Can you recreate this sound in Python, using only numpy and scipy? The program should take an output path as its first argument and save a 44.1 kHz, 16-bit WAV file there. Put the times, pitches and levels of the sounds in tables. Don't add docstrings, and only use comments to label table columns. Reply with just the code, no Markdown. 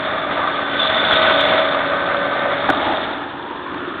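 import sys
import numpy as np
from scipy import signal
from scipy.fft import rfft, irfft
from scipy.io import wavfile

SR = 44100
rng = np.random.default_rng(int(sys.argv[2]) if len(sys.argv) > 2 else 0)


def inscribe(sig):
    pcm = np.round(np.clip(np.atleast_2d(sig).T, -1, 1) * 32767)
    wavfile.write(sys.argv[1], SR, pcm.astype(np.int16))


N = 176400
T = np.arange(N) / SR
FIRING_HZ = 85.0

# time_s, level_db
ROAR_RIDE = [(0, -24.5), (.7, -25.5), (.9, -21.5), (1.2, -18.5), (1.55, -20.5), (1.75, -23), (2.1, -24),
             (2.65, -23.5), (2.9, -28), (3.1, -28), (3.35, -42), (4, -36)]
PANEL_RIDE = [(0, -28), (.27, -31.5), (.39, -24.5), (.6, -28.5), (2.1, -28), (2.9, -30), (3.2, -47)]
BAY_RIDE = [(0, -54), (.7, -29.5), (.9, -29), (1.25, -24.5), (1.55, -25), (1.8, -39), (2.6, -43.5),
            (2.85, -29), (3.2, -44.5), (4, -51.5)]
FIRING_RIDE = [(0, 0), (.7, -2), (1.2, 9), (1.6, 4.5), (2, 0.5), (2.6, -1.5), (2.9, 1.5), (3.3, -13),
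               (4, -18)]
# frequency_hz, gain_db
ROAR_EQ = [(20, -39.5), (50, -15.5), (85, -16), (160, -6.5), (300, -3), (440, -5.5), (620, 5), (900, -1.5),
           (1300, 1.5), (1700, -2.5), (2200, -3.5), (2800, -16), (3600, -19), (4000, -22.5), (4500, -47)]
PANEL_EQ = [(500, -29), (680, -6.5), (1050, -10), (1200, 4), (1330, -6.5), (2500, -44)]
BAY_EQ = [(300, -39), (900, -6), (2250, -1.5), (2650, -3.5), (3200, 1), (3800, -3.5), (4500, -26.5)]
# firing_multiple, level_db
FIRING_HARMONICS = [(1, -52.5), (2, -50), (9, -45.5), (14, -40.5), (15, -39), (17, -41), (20, -43)]

# time_s, level_db
PUMP_RIDE = [(0, -38), (1.6, -33.5), (3.201, -39.5), (3.45, -50)]
PUMP_OCTAVE_RIDE = [(0, -47.5), (0.901, -35), (1.22, -36.5), (1.29, -27), (1.6, -25), (2.049, -30),
                    (2.18, -25.5), (2.58, -26), (2.72, -38), (2.95, -36.5), (3.3, -47)]
DRIVE_RIDE = [(0, -44.5), (2.5, -48.5), (4, -38.5)]
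FAN_RIDE = [(0, -30), (.5, -35.5), (.7, -44), (.88, -26), (1.08, -28.5), (1.16, -20.5), (1.4, -25),
            (1.6, -21.5), (1.8, -32), (2.3, -39), (2.97, -30), (3.4, -54.5), (4, -41.5)]
GEAR_RIDE = [(0, -49), (.7, -35.5), (1.25, -24.5), (1.851, -39.5), (3, -61.5)]
UPPER_GEAR_RIDE = [(0, -57), (2.451, -35.5), (3, -59)]
LOW_HUM_RIDE = [(0, -55), (1.15, -35.5), (2.05, -43), (2.15, -35), (2.599, -41), (2.8, -52)]
HUM_RIDE = [(0, -32.5), (1, -44), (1.18, -27.5), (1.58, -25.5), (1.9, -38), (2.2, -32.5), (2.95, -34.5),
            (3.15, -54.5)]
ENGINE_WHINE_RIDE = [(0, -40.5), (.6, -31.5), (1.25, -30), (1.75, -34), (2, -28), (2.48, -28), (2.65, -45),
                     (4, -56)]
# pitch_multiple, gain_db
FAN_HARMONICS = [(2, -17.5), (3, -11.5)]

# time_s, level_db
HISS_RIDE = [(0, -34), (.76, -35.5), (.84, -21), (.94, -27.5), (1.15, -24), (1.45, -24.5), (2, -37),
             (2.7, -33), (3.05, -34.5), (3.3, -46.5)]
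SQUEAL_RIDE = [(.62, -40.5), (.8, -28), (1.5, -30.5), (2, -43), (3.3, -51)]
# frequency_hz, gain_db
HISS_EQ = [(1500, -40.5), (2900, -17), (3250, -7.5), (3420, -2), (3670, -1), (3850, -15), (4500, -29.5)]
# start_s, peak_db, start_pitch_hz, end_pitch_hz
FLARE_CUES = [(0.782, -18, 3585, 3516), (0.811, -15.5, 3523, 3420), (.852, -17, 3485, 3530),
              (.982, -19, 3480, 3493), (1.11, -14.5, 3496, 3330), (1.146, -20, 3600, 3614)]

# time_s, level_db
REAR_RIDE = [(2.6, -29.5), (2.8, -26.5), (3.4, -33), (3.65, -33), (3.8, -30)]
DRONE_RIDE = [(2.6, -52), (2.76, -30.5), (3, -36), (3.55, -39), (3.74, -35.5), (4, -40.5)]
# frequency_hz, gain_db
REAR_EQ = [(20, -35), (90, -5.5), (190, -3.5), (430, 1), (600, -10.5), (1250, 0.5), (1780, -0.5),
           (2080, -15.5), (2700, -13), (3400, -13), (4500, -39)]
DRONE_EQ = [(60, -27.5), (200, -16.5), (260, -0.5), (320, 1.5), (900, -42.5)]
# time_s, centre_hz, level_db
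HOLLOW_SWEEP = [(2.649, 800, -42), (2.78, 820, -28.5), (2.87, 830, -19.5), (2.972, 780, -27.5),
                (3.35, 900, -33.5), (3.551, 950, -32), (3.739, 1060, -33.5), (3.852, 1280, -36)]

# start_s, level_db, ring_hz
KNOCK_CUES = [(1.139, -7.5, 620), (1.412, -18, 1450), (2.6885, -9.5, 800), (2.692, -7.5, 750),
              (2.7004, -4, 1470), (2.7051, -6.5, 600), (2.869, -14.5, 850), (2.938, -14, 640),
              (3.51, -27, 1000), (3.562, -22, 930), (3.744, -16, 904), (3.881, -24, 1300)]
# crest_s, peak_db, pitch_hz
THUMP_CUES = [(2.702, -16, 295), (2.778, -27, 290), (2.835, -23.5, 304), (2.872, -20.5, 289),
              (2.908, -22, 330.3), (3.17, -21.5, 281.4), (3.51, -25.5, 332), (3.762, -25, 296.3),
              (3.883, -22, 351), (3.957, -26, 355.2)]
# start_s, peak_db
TICK_CUES = [(1.137, -27), (1.411, -24.5), (1.467, -34.5), (2.7018, -18), (2.706, -29.5)]
# frequency_hz, gain_db
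KNOCK_EQ = [(30, -20), (310, 0.5), (750, 0.5), (1450, 4.5), (2200, -6.5), (2800, -14.5), (3600, -10.5),
            (4500, -29)]
TICK_EQ = [(2000, -26), (4500, 0), (7000, -3), (15000, -14)]


def diesel(clock):
    firing = throb(clock)
    roar = fader(ROAR_RIDE) * rush(ROAR_EQ, firing, surge_db=1.5, surge_hz=18)
    panels = fader(PANEL_RIDE) * rush(PANEL_EQ, firing, surge_db=3.9, surge_hz=45.6)
    bay = fader(BAY_RIDE) * rush(BAY_EQ, firing, surge_db=3.3, surge_hz=24.8)
    tones = sum(amp(db) * shaft_tone(clock, k * FIRING_HZ, flutter=.3) for k, db in FIRING_HARMONICS)
    return roar + panels + bay + fader(FIRING_RIDE) * tones


def whines(clock, pump_hz=283.1, drive_hz=355.8, fan_hz=639.8, gear_hz=1501.5, upper_gear_hz=1803.5):
    parts = [(pump_hz, PUMP_RIDE), (2 * pump_hz, PUMP_OCTAVE_RIDE),
             (drive_hz, DRIVE_RIDE), (fan_hz, FAN_RIDE),
             (gear_hz, GEAR_RIDE), (upper_gear_hz, UPPER_GEAR_RIDE),
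             (6 * FIRING_HZ, LOW_HUM_RIDE), (7 * FIRING_HZ, HUM_RIDE),
             (18 * FIRING_HZ, ENGINE_WHINE_RIDE)]
    fan_edge = sum(amp(db) * shaft_tone(clock, k * fan_hz, flutter=.59) for k, db in FAN_HARMONICS)
    tones = sum(fader(ride) * shaft_tone(clock, hz, flutter=.15) for hz, ride in parts)
    return tones + fader(FAN_RIDE) * fan_edge


def air(clock, squeal_hz=3486, wander_hz=25.2, sputter_db=3):
    hiss = rush(HISS_EQ, throb(clock), surge_db=2.5, surge_hz=69.5)
    pitch_hz = squeal_hz + wander_hz * drift(top_hz=50.1)
    sputter = amp(sputter_db * drift(top_hz=50.1))
    squeal = unit(sputter * np.sin(phase(pitch_hz)))
    return fader(HISS_RIDE) * hiss + fader(SQUEAL_RIDE) * squeal


def squeal_flares(length_s=.035, waver_hz=33.7):
    out = np.zeros(N)
    waver = waver_hz * drift(top_hz=130)
    for start_s, db, start_hz, end_hz in FLARE_CUES:
        progress = np.clip((T - start_s) / length_s, 0, 1)
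        pitch_hz = start_hz + (end_hz - start_hz) * progress + waver
        out += amp(db) * np.sin(np.pi * progress) * np.sin(phase(pitch_hz))
    return out


def rear(clock):
    time_s, centre_hz, db = np.transpose(HOLLOW_SWEEP)
    hollow = amp(np.interp(T, time_s, db)) * resonance(np.interp(T, time_s, centre_hz), width_hz=250)
    treble_filter = signal.butter(2, 2000, "high", fs=SR, output="sos")
    hollow -= signal.sosfiltfilt(treble_filter, hollow)
    drone = fader(DRONE_RIDE) * rush(DRONE_EQ, throb(clock), surge_db=1.5, surge_hz=21)
    roar = fader(REAR_RIDE) * rush(REAR_EQ, throb(clock), surge_db=.1, surge_hz=23)
    return roar + drone + hollow


def rattle(taps_per_s=180, spread_db=1.2, decay_s=.0025, trim_db=-12.5):
    strikes = rng.random(N) < taps_per_s / SR
    strength = amp(spread_db * np.minimum(rng.exponential(1, N), 3))
    envelope = signal.lfilter([1], [1, -np.exp(-1 / (SR * decay_s))], strikes * strength)
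    taps = envelope * rng.standard_normal(N)
    return amp(trim_db) * (fader(ROAR_RIDE) * eq(taps, ROAR_EQ) + fader(REAR_RIDE) * eq(taps, REAR_EQ))


def knocks(burst_s=.0044, ring_s=.006, ring_db=-2.5, size=4096):
    out = np.zeros(N + size)
    lead_in = size // 4
    t = (np.arange(size) - lead_in) / SR
    for start_s, db, ring_hz in KNOCK_CUES:
        burst = eq(rng.standard_normal(size) * (t >= 0) * np.exp(-(t / burst_s) ** 2), KNOCK_EQ)
        ring = (t >= 0) * np.exp(-abs(t) / ring_s) * np.sin(2 * np.pi * ring_hz * t)
        at = round(start_s * SR) - lead_in
        out[at:at + size] += amp(db) * (burst / abs(burst).max() + amp(ring_db) * ring)
    return out[:N]


def thumps(half_length_s=.0082):
    out = np.zeros(N)
    for crest_s, db, pitch_hz in THUMP_CUES:
        swell = np.exp(-((T - crest_s) / half_length_s) ** 2)
        out += amp(db) * swell * np.sin(2 * np.pi * (pitch_hz * T + rng.random()))
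    return out


def ticks():
    clicks = np.zeros(N)
    for start_s, db in TICK_CUES:
        clicks[round(start_s * SR)] = amp(db)
    bright = eq(clicks, TICK_EQ)
    return bright * clicks.max() / abs(bright).max()


def throb(clock, cylinders=6, depth=.25, unevenness=.6):
    firings = FIRING_HZ * clock
    strength = 1 + unevenness * unit(rng.standard_normal(cylinders))
    return 1 + depth * strength[firings.astype(int) % cylinders] * np.sin(np.pi * firings) ** 4


def rush(curve, pulse, surge_db, surge_hz):
    return eq(rng.standard_normal(N) * pulse * amp(surge_db * drift(surge_hz)), curve)


def shaft_tone(clock, hz, flutter):
    reflections = 1 + flutter * (drift(top_hz=6.3) + 1j * drift(top_hz=2.8))
    return unit((reflections * np.exp(2j * np.pi * (hz * clock + rng.random()))).real)


def resonance(centre_hz, width_hz):
    pole = np.exp(-np.pi * width_hz / SR)
    noise = rng.standard_normal(N) + 1j * rng.standard_normal(N)
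    envelope = signal.lfilter([1], [1, -2 * pole, pole * pole], noise)
    return unit((envelope * np.exp(1j * phase(centre_hz))).real)


def drift(top_hz):
    bins_hz = np.fft.rfftfreq(2 * N, 1 / SR)
    return unit(irfft(rfft(rng.standard_normal(2 * N)) / (1 + (bins_hz / top_hz) ** 4))[:N])


def eq(x, curve):
    hz, db = np.transpose(curve)
    bins_hz = np.fft.rfftfreq(len(x), 1 / SR)
    gain = amp(np.interp(np.log(bins_hz + 1), np.log(hz), db))
    return unit(irfft(rfft(x) * gain, len(x)))


def fader(ride):
    return amp(np.interp(T, *np.transpose(ride)))


def phase(hz):
    return 2 * np.pi * np.cumsum(hz) / SR


def amp(db):
    return 10 ** (np.asarray(db) / 20)


def unit(x):
    return x / np.sqrt(np.mean(x ** 2) + 1e-20)


def scene():
    shaft_speed = 1 + .001202 * drift(top_hz=1.19)
    clock = np.cumsum(shaft_speed) / SR
    machine = diesel(clock) + whines(clock) + air(clock) + squeal_flares() + rear(clock)
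    return (machine + rattle() + knocks() + thumps())[None]


def record(dry):
    knee, headroom = .46, .32
    band_hz, high_cut_hz = 4500, 15850
    clipped = np.clip(dry, -knee, knee)
    saturated = clipped + headroom * np.tanh((dry - clipped) / headroom)
    band = signal.firwin(511, band_hz, window=("kaiser", 9), fs=SR)[None]
    high_cut = signal.firwin(511, high_cut_hz, window=("kaiser", 9), fs=SR)[None]
    narrow = signal.oaconvolve(saturated, band, "same")
    return signal.oaconvolve(narrow + ticks(), high_cut, "same")


dry = scene()
out = record(dry)
inscribe(out)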